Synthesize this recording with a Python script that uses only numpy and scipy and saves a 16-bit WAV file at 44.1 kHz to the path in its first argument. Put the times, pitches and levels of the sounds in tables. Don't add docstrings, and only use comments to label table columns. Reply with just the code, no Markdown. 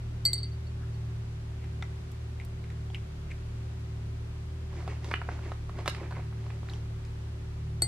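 import sys
import numpy as np
from scipy import signal
from scipy.fft import rfft, irfft, next_fast_len
from scipy.io import wavfile
from scipy.ndimage import uniform_filter1d

SR = 44100
rng = np.random.default_rng(int(sys.argv[2]) if len(sys.argv) > 2 else 0)


def wav_out(sig):
    wavfile.write(sys.argv[1], SR, np.round(np.clip(np.atleast_2d(sig).T, -1, 1) * 32767).astype(np.int16))


N = 347067
TIME = np.arange(N) / SR
BRIEF = TIME[:SR // 3]
PADDED = next_fast_len(N, True)
BINS_HZ = np.fft.rfftfreq(PADDED, 1 / SR)

# (time [s], shaft speed [Hz])
MOTOR_SPEED = [(0.0, 38.33), (0.55, 38.1), (1.12, 38.24), (1.67, 37.33), (2.15, 37.9), (2.78, 37.92),
               (3.11, 36.48), (3.6, 38.08), (4.01, 37.2), (4.6, 38.5), (4.8, 37.86), (5.57, 36.98),
               (6.38, 37.46), (6.55, 37.7), (7.34, 36.9), (7.87, 37.8)]
# (multiple, level against the usual hum [dB], share of the level swing, own waver [dB])
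HUM_ORDERS = [(1, -11, .3, 3.5), (2, 0.07, 0.077, 1), (3, 0.5, 0.74, 0.7), (4, -8.5, 0.1, 2.4),
              (5, -18.5, .21, -1), (7, -37.5, 0.57, 0)]
# (time [s], level [dB])
HUM_LEVEL = [(0.0, -39.5), (0.81, -37), (1.82, -40), (3.03, -39), (3.07, -50), (3.55, -39), (4.49, -39.5),
             (4.71, -44), (4.93, -38), (5.39, -42.5), (6.75, -39), (7.08, -43), (7.83, -40), (7.87, -36)]
# (frequency [Hz], level [dB])
AIR_COLOUR = [(100, 12), (200, 3), (300, 4), (500, -4), (800, -7), (1400, -9.5), (2500, -13.5),
              (4500, -18.5), (8000, -25), (11000, -30), (15000, -40.5)]
# (frequency [Hz], level [dB])
AIR_WIDTH = [(100, -52), (200, -7.5), (400, 0), (1000, 0.5), (3000, 1.5), (10000, 2)]
# (time [s], level [dB], hardness [dB per octave], upper twins of the beating pairs [dB],
# clack of the treat [dB], lean of the struck spot [dB])
CLINKS = [(.2519, -25, 0, 9, -2, -6), (.2582, -20.5, -2.5, -14, -7, -0.5),
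          (0.3314, -23.5, -1, -1.5, 2.5, 2), (0.3785, -43.5, -8, 10, 1, 3), (0.3864, -40, -18, 4, 4, 0),
          (0.4304, -34.5, -17, 0, -5, 8.5), (0.444, -53, -24, -11, 16, 0), (0.519, -59, -14, 5, -6, 0),
          (.668, -53.5, -14, -7, -16, 0), (0.941, -56, -14, -12, -18, 0), (7.8206, -20, 2.5, -10, -15, 5.5)]
# (frequency [Hz], level [dB], time to fall 60 dB [s],
# upper twin [0 or 1], gains or loses with the lean [-1 to 1])
BOWL_MODES = [(4445, 0.3, .094, 0, 0), (4605, -0.7, .094, 1, 0), (7876, -9.5, .066, 0, -1),
              (8106, -5.5, .092, 0, 1), (2067, -24.5, .23, 0, 0), (4030, -22, .025, 0, 0),
              (6915, -32, .12, 0, -1), (9620, -35, .08, 0, 0), (11355, -19, .055, 0, 1),
              (11550, -13, .045, 1, 0), (12800, -33, .07, 0, 0), (12970, -22, .06, 1, 0),
              (14560, -31, .06, 1, -1)]
# (frequency [Hz], level [dB], time to fall 60 dB [s])
BASE_MODES = [(345, -6, 0.078), (413, -9, 0.035), (714, 3.5, 0.016), (1430, -12, 0.037), (1925, -14, 0.054)]
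# (time [s], level [dB], mouth resonance [Hz], upper ring of the palate [dB],
# low ring of the jaw [dB], wet tick [dB])
SMACKS = [(1.642, -46, 2200, -9, 0, -11), (1.8243, -30.5, 1995, -2, -6, -14.5),
          (1.8252, -34, 1360, -20, -13, -20), (1.8273, -31, 2050, -20, -21, -30),
          (2.117, -57, 3570, -8, -15, 7), (2.3994, -33.5, 2130, -16, -21, -22),
          (2.449, -56.5, 6500, -6, -13, 11), (2.64, -41, 2280, -13, -17, -19),
          (2.6432, -47, 2110, -14, -17, -20), (2.702, -46, 2170, -4, -12, -8),
          (2.9017, -54.5, 1830, 8, 13, -15), (2.9461, -24.5, 2840, -28, -24, -26),
          (2.95, -47, 1430, -22, -20, -20), (2.9515, -32, 2290, -22, -29, -29),
          (2.956, -34, 2680, -20, -24, -25), (3.305, -45, 2210, -20, -24, -20),
          (3.3132, -40, 2350, -16, -22, -12), (3.3165, -32.5, 2270, -24, -30, -28),
          (6.6975, -32.5, 4060, -25, -15, -28), (6.7357, -35.5, 3100, -12, -12, -21),
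          (7.05, -55.5, 2030, -5, -15, 7)]
# (time of the peak [s], level [dB], mouth resonance [Hz], rise and fall time [s])
SLIDES = [(.835, -55, 1410, 0.027), (1.642, -54.5, 2130, 0.023), (2.412, -51, 2220, 0.012),
          (2.709, -54, 1590, .016), (3.311, -47, 2150, 0.0084), (7.05, -57, 2060, .013)]
# (lag [s], gain [factor])
NEARBY_ECHOES = [(.0017, 0.007), (.0029, 0.054), (.0054, .15)]
# (time [s], level [dB], pitch of the fold [Hz], flutter [dB], crackle [dB],
# time to fall 60 dB [s])
SNAPS = [(4.877, -27, 876, -4.5, -12.5, 0.021), (5.044, -40, 805, 0, 2, 0.025),
         (5.088, -38, 700, -11, -8, .018), (5.1131, -27.5, 500, -6, -8, 0.018),
         (5.113, -24, 1330, 0.5, -30, 0.018), (5.139, -13, 1630, -6, -23.5, 0.015),
         (5.2161, -24, 1290, -6, -24, 0.017), (5.2867, -30, 690, 1.5, -29, 0.022),
         (5.2893, -22, 1290, -9.5, -30, 0.021), (5.39, -36.5, 1004, -3, -25, 0.023),
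         (5.518, -25.5, 910, -8, -17.5, .022), (5.694, -33, 961, -3, -17, 0.031),
         (5.787, -35.5, 720, 0, -12, 0.034), (5.8591, -23, 1110, -7.5, -13.5, 0.054),
         (5.8775, -18, 990, -6, -3, 0.033), (5.8786, -30, 424, 0, -1, 0.026),
         (5.9479, -31.5, 1800, -3, -8, 0.021), (6.012, -40, 627, 6, -23, 0.032),
         (6.029, -41, 1050, 2, -23, 0.042), (6.109, -35, 1010, -2, -11, 0.04),
         (6.124, -30, 1150, -9, -22, 0.028), (6.167, -36, 850, -1, -24, .028),
         (6.18, -40, 1110, -2, -24, 0.027), (6.194, -38, 755, 1, -22, 0.025),
         (6.326, -40, 1170, -7, -24, 0.026), (6.465, -36.5, 950, -11, -16, 0.025),
         (6.502, -38, 1500, -2, -14, 0.033), (6.631, -37, 905, -17, -17, 0.027),
         (6.686, -38, 1310, 0.5, -11, 0.024)]
# (time [s], level [dB], hold [s], hiss of sliding foil against the rustle [dB])
SQUEEZES = [(4.749, -50, 0.082, -10.5), (4.896, -46.5, 0.025, -12), (5.057, -49, 0.059, -6.5),
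            (5.2, -58, 0.024, -16), (5.304, -48, 0.038, -11), (5.432, -49.5, 0.053, -11),
            (5.784, -46.5, 0.026, -16), (5.967, -49, 0.085, -21), (6.166, -47, 0.018, -25),
            (6.409, -58, 0.14, -8), (6.695, -54, 0.063, -5)]
# (frequency [Hz], level [dB])
RUSTLE_COLOUR = [(120, 0), (260, 9), (550, -2.5), (1000, 4.5), (1400, 0.5), (2200, 5.5), (3200, -5.5),
                 (6000, -11.5), (14000, -22)]
# (frequency [Hz], level [dB])
LEFT_SHADE = [(300, 2), (600, 0.5), (1300, -3.5), (2800, -0.5), (6000, 0)]
# (frequency [Hz], level [dB])
WALL_COLOUR = [(300, -15), (900, -19), (1600, -10.5), (2800, -8.5), (4500, -5.5), (8000, -2), (13000, -6)]

WAVER_DB, WAVERS_PER_S = 1.27, 6.1
WHINE_HZ, WHINE_DB = 380, -58
MAINS_HZ, MAINS_DB = 50, -56
AIR_DB = -58
KNOCK_DB, KNOCK_PER_HARDNESS = -13.5, 2.9
MOUTH_CYCLES = 28
PALATE_RATIO, JAW_HZ = 1.8, 780
SQUEEZE_ATTACK_S, SQUEEZE_RELEASE_S = 0.033, 0.037
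WALL_LAG_S, WALL_ECHO_DB = 0.019, -10.5
TOP_HZ = 14900


def undb(db):
    return 10 ** (np.asarray(db) / 20)


def unit(x):
    return x / np.sqrt(np.mean(x ** 2))


def band(x, lo_hz, hi_hz, order=2):
    edges = [lo_hz, min(hi_hz, .45 * SR)]
    return signal.sosfilt(signal.butter(order, edges, "band", fs=SR, output="sos"), x)


def colour(x, points):
    hz, db = np.transpose(points)
    gain = undb(np.interp(np.log(BINS_HZ + 1), np.log(hz), db))
    return irfft(rfft(x, PADDED) * gain, PADDED)[:N]


def walk(rate):
    k = int(SR / rate)
    steps = np.repeat(rng.standard_normal(N // k + 1), k)
    return unit(uniform_filter1d(uniform_filter1d(steps, k), k)[:N])


def fade(t60):
    return np.exp(-np.log(1000) * BRIEF / t60)


def ring(hz, t60, rise=0.00016):
    push = 1 - np.exp(-(BRIEF / rise) ** 2)
    return np.sin(2 * np.pi * hz * BRIEF) * fade(t60) * push


def burst(lo_hz, hi_hz, t60, order=3):
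    spray = band(rng.standard_normal(len(BRIEF)) * fade(t60), lo_hz, hi_hz, order=order)
    return unit(spray) * np.sqrt(np.mean(fade(t60) ** 2) / 2)


def add(track, s, sound):
    i = int(round(s * SR))
    track[i:i + len(sound)] += sound[:N - i]


def room(x, pan_db, wet_db, lag_ms, t60=0.17, treble_t60=0.082):
    noise = rng.standard_normal((2, len(BRIEF)))
    tail = band(noise, 270, 5700) * fade(t60) + 2.55 * band(noise, 4160, 8100) * fade(treble_t60)
    tail = tail * np.clip(BRIEF / 0.0085 - .5, 0, 1)
    wet = signal.fftconvolve(x[None], unit(tail) / np.sqrt(len(BRIEF)), axes=1)[:, :N]
    delay = np.exp(-2j * np.pi * BINS_HZ * lag_ms / 1000)
    left = irfft(rfft(x, PADDED) * delay, PADDED)[:N]
    direct = np.array([left, x]) * undb(np.array([[pan_db], [-pan_db]]) / 2)
    return direct + undb(wet_db) * wet


def nearby(x):
    return x + sum(gain * np.interp(TIME - lag, TIME, x) for lag, gain in NEARBY_ECHOES)


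def motor(usual_db=-40.0, dispersion=1.09):
    speed_hz = np.interp(TIME, *np.transpose(MOTOR_SPEED))
    turn = 2 * np.pi * np.cumsum(speed_hz) / SR
    swing_db = np.interp(TIME, *np.transpose(HUM_LEVEL)) - usual_db + WAVER_DB * walk(WAVERS_PER_S)
    hum = np.zeros(N)
    for multiple, order_db, share, own_db in HUM_ORDERS:
        k = round(multiple)
        level_db = usual_db + order_db + share * swing_db + own_db * walk(5.4)
        hum += undb(level_db) * np.sin(k * turn - dispersion * k ** 2)
    whine = undb(WHINE_DB + walk(2.74) / 2) * np.sin(2 * np.pi * WHINE_HZ * TIME)
    mains = undb(MAINS_DB) * np.sin(2 * np.pi * MAINS_HZ * TIME)
    return np.sqrt(2) * (hum + whine + mains)


def air(rumble_db=-52, hiss_db=0):
    mid, side = (colour(band(rng.standard_normal(N), 80, 19000), AIR_COLOUR) for _ in range(2))
    gain = undb(AIR_DB + hiss_db + 0.24 * walk(3.38)) / np.std(band(mid, 460, 15000))
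    rumble = undb(rumble_db) * unit(band(rng.standard_normal(N), 52, 160))
    spread = colour(side, AIR_WIDTH) * np.array([[1], [-1]])
    return gain * (mid + spread) + rumble


def bowl_wall(hardness_db, twin_db, lean_db):
    wall = np.zeros(len(BRIEF))
    for hz, mode_db, t60, twin, lean in BOWL_MODES:
        octaves_up = max(np.log2(hz / 4500), 0)
        gain = undb(mode_db + hardness_db * octaves_up + lean * lean_db)
        sign = -undb(twin_db) if twin > .5 else 1
        wall += gain * sign * ring(hz, t60)
    return wall


def bowl(tick_db=-12, rock_s=.0011):
    out = np.zeros(N)
    contact_t60 = .01
    for s, db, hardness_db, twin_db, clack_db, lean_db in CLINKS:
        wall = bowl_wall(hardness_db, twin_db, lean_db)
        base = sum(undb(mode_db) * ring(hz, t60, rock_s) for hz, mode_db, t60 in BASE_MODES)
        knock = undb(KNOCK_DB + KNOCK_PER_HARDNESS * hardness_db) * base
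        clack = undb(clack_db) * burst(3720, 4720, contact_t60)
        tick = undb(tick_db + hardness_db) * burst(3700, 10000, contact_t60)
        add(out, s, undb(db) * (wall + knock + clack + tick))
    return room(out, pan_db=0.5, wet_db=-11.5, lag_ms=0.02, t60=0.22)


def mouth(spit_db=-13, rise_s=0.00047):
    out = np.zeros(N)
    for s, db, hz, palate_db, jaw_db, tick_db in SMACKS:
        cavity = ring(hz, MOUTH_CYCLES / hz, rise_s)
        palate = undb(palate_db) * ring(PALATE_RATIO * hz, 0.015)
        jaw = undb(jaw_db) * ring(JAW_HZ, 0.023)
        spit = undb(spit_db) * burst(0.78 * hz, 1.2 * hz, 0.038)
        tick = undb(tick_db) * burst(0.55 * hz, 3.7 * hz, 0.023)
        add(out, s, undb(db) * (cavity + palate + jaw + spit + tick))
    lead = .06
    for s, db, hz, length in SLIDES:
        noise = unit(band(rng.standard_normal(len(BRIEF)), 0.86 * hz, 1.24 * hz))
        slide = noise * np.exp(-np.abs(BRIEF - lead) / length)
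        add(out, s - lead, undb(db) * slide / np.sqrt(2))
    return room(nearby(out), pan_db=1.0, wet_db=-12, lag_ms=0.0061, t60=0.16)


def buckle(hz, flutter_db, crackle_db, t60, body_db=-14, fizz_db=-8, peak_cycles=0.84, flutter_lag_s=0.00129):
    age = hz * BRIEF / peak_cycles
    snap = np.sin(2 * np.pi * hz * BRIEF) * (age * np.exp(1 - age)) ** 4
    flutter = undb(flutter_db) * burst(0.498 * hz, 1.74 * hz, t60, order=5)
    flutter = flutter + undb(body_db) * ring(400, 0.0042)
    late_flutter = np.interp(BRIEF - flutter_lag_s, BRIEF, flutter, left=0)
    crackle = burst(1460, 4600, t60) + undb(fizz_db) * burst(3300, 12700, t60)
    return snap + late_flutter + undb(crackle_db) * crackle


def creases(per_s=1300, slide_db=-3.0, spread_db=2):
    out = undb(slide_db) * rng.standard_normal(N)
    start, end = SQUEEZES[0][0] - .07, SQUEEZES[-1][0] + .2
    age = BRIEF[:SR // 50]
    for when, pitch, size in rng.random((int(per_s * (end - start)), 3)):
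        cycles = 350 * 18 ** pitch * age
        gain = undb(spread_db * min(-np.log(size), 3))
        click = np.sin(2 * np.pi * cycles) * np.exp(-cycles / 2.9)
        add(out, start + when * (end - start), gain * click)
    return out


def grip(s, hold):
    before = np.maximum(s - TIME, 0)
    after = np.maximum(TIME - s - hold, 0)
    return np.exp(-before / SQUEEZE_ATTACK_S - after / SQUEEZE_RELEASE_S)


def far_wall(x, t60=0.3, treble_t60=0.12, treble_db=-4):
    paths = rng.standard_normal((2, len(BRIEF)))
    split_hz = 5500
    low = band(paths, 220, split_hz) * fade(t60)
    high = undb(treble_db) * band(paths[::-1], split_hz, 14000) * fade(treble_t60)
    tail = (low + high) * np.clip(BRIEF / 0.007 - .5, 0, 1)
    tail = unit(tail) / np.sqrt(2 * len(BRIEF))
    wet = signal.fftconvolve(colour(x, WALL_COLOUR)[None], tail, axes=1)[:, :N]
    echo = np.interp(TIME - WALL_LAG_S, TIME, band(x, 2300, 11000))
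    return wet + undb(WALL_ECHO_DB) * echo


def pouch(rustle_db=-4, hiss_db=-4):
    snaps = np.zeros(N)
    for s, db, hz, flutter_db, crackle_db, t60 in SNAPS:
        add(snaps, s, undb(db) * buckle(hz, flutter_db, crackle_db, t60))
    rustle = undb(rustle_db) * unit(colour(creases(), RUSTLE_COLOUR))
    hiss = undb(hiss_db) * unit(band(rng.standard_normal(N), 2900, 7200))
    efforts = np.array([undb(db) * grip(s, hold) for s, db, hold, _ in SQUEEZES])
    sliding = undb([row[-1] for row in SQUEEZES])[:, None]
    out = snaps + rustle * efforts.max(axis=0) + hiss * (sliding * efforts).max(axis=0)
    left, right = room(nearby(out), pan_db=-1.5, wet_db=-19, lag_ms=0.042) + far_wall(out)
    return np.array([colour(left, LEFT_SHADE), right])


def scene():
    return motor() + air() + bowl() + mouth() + pouch()


def record(dry):
    return signal.sosfilt(signal.ellip(8, .2, 70, TOP_HZ, fs=SR, output="sos"), dry)


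dry = scene()
out = record(dry)
wav_out(out)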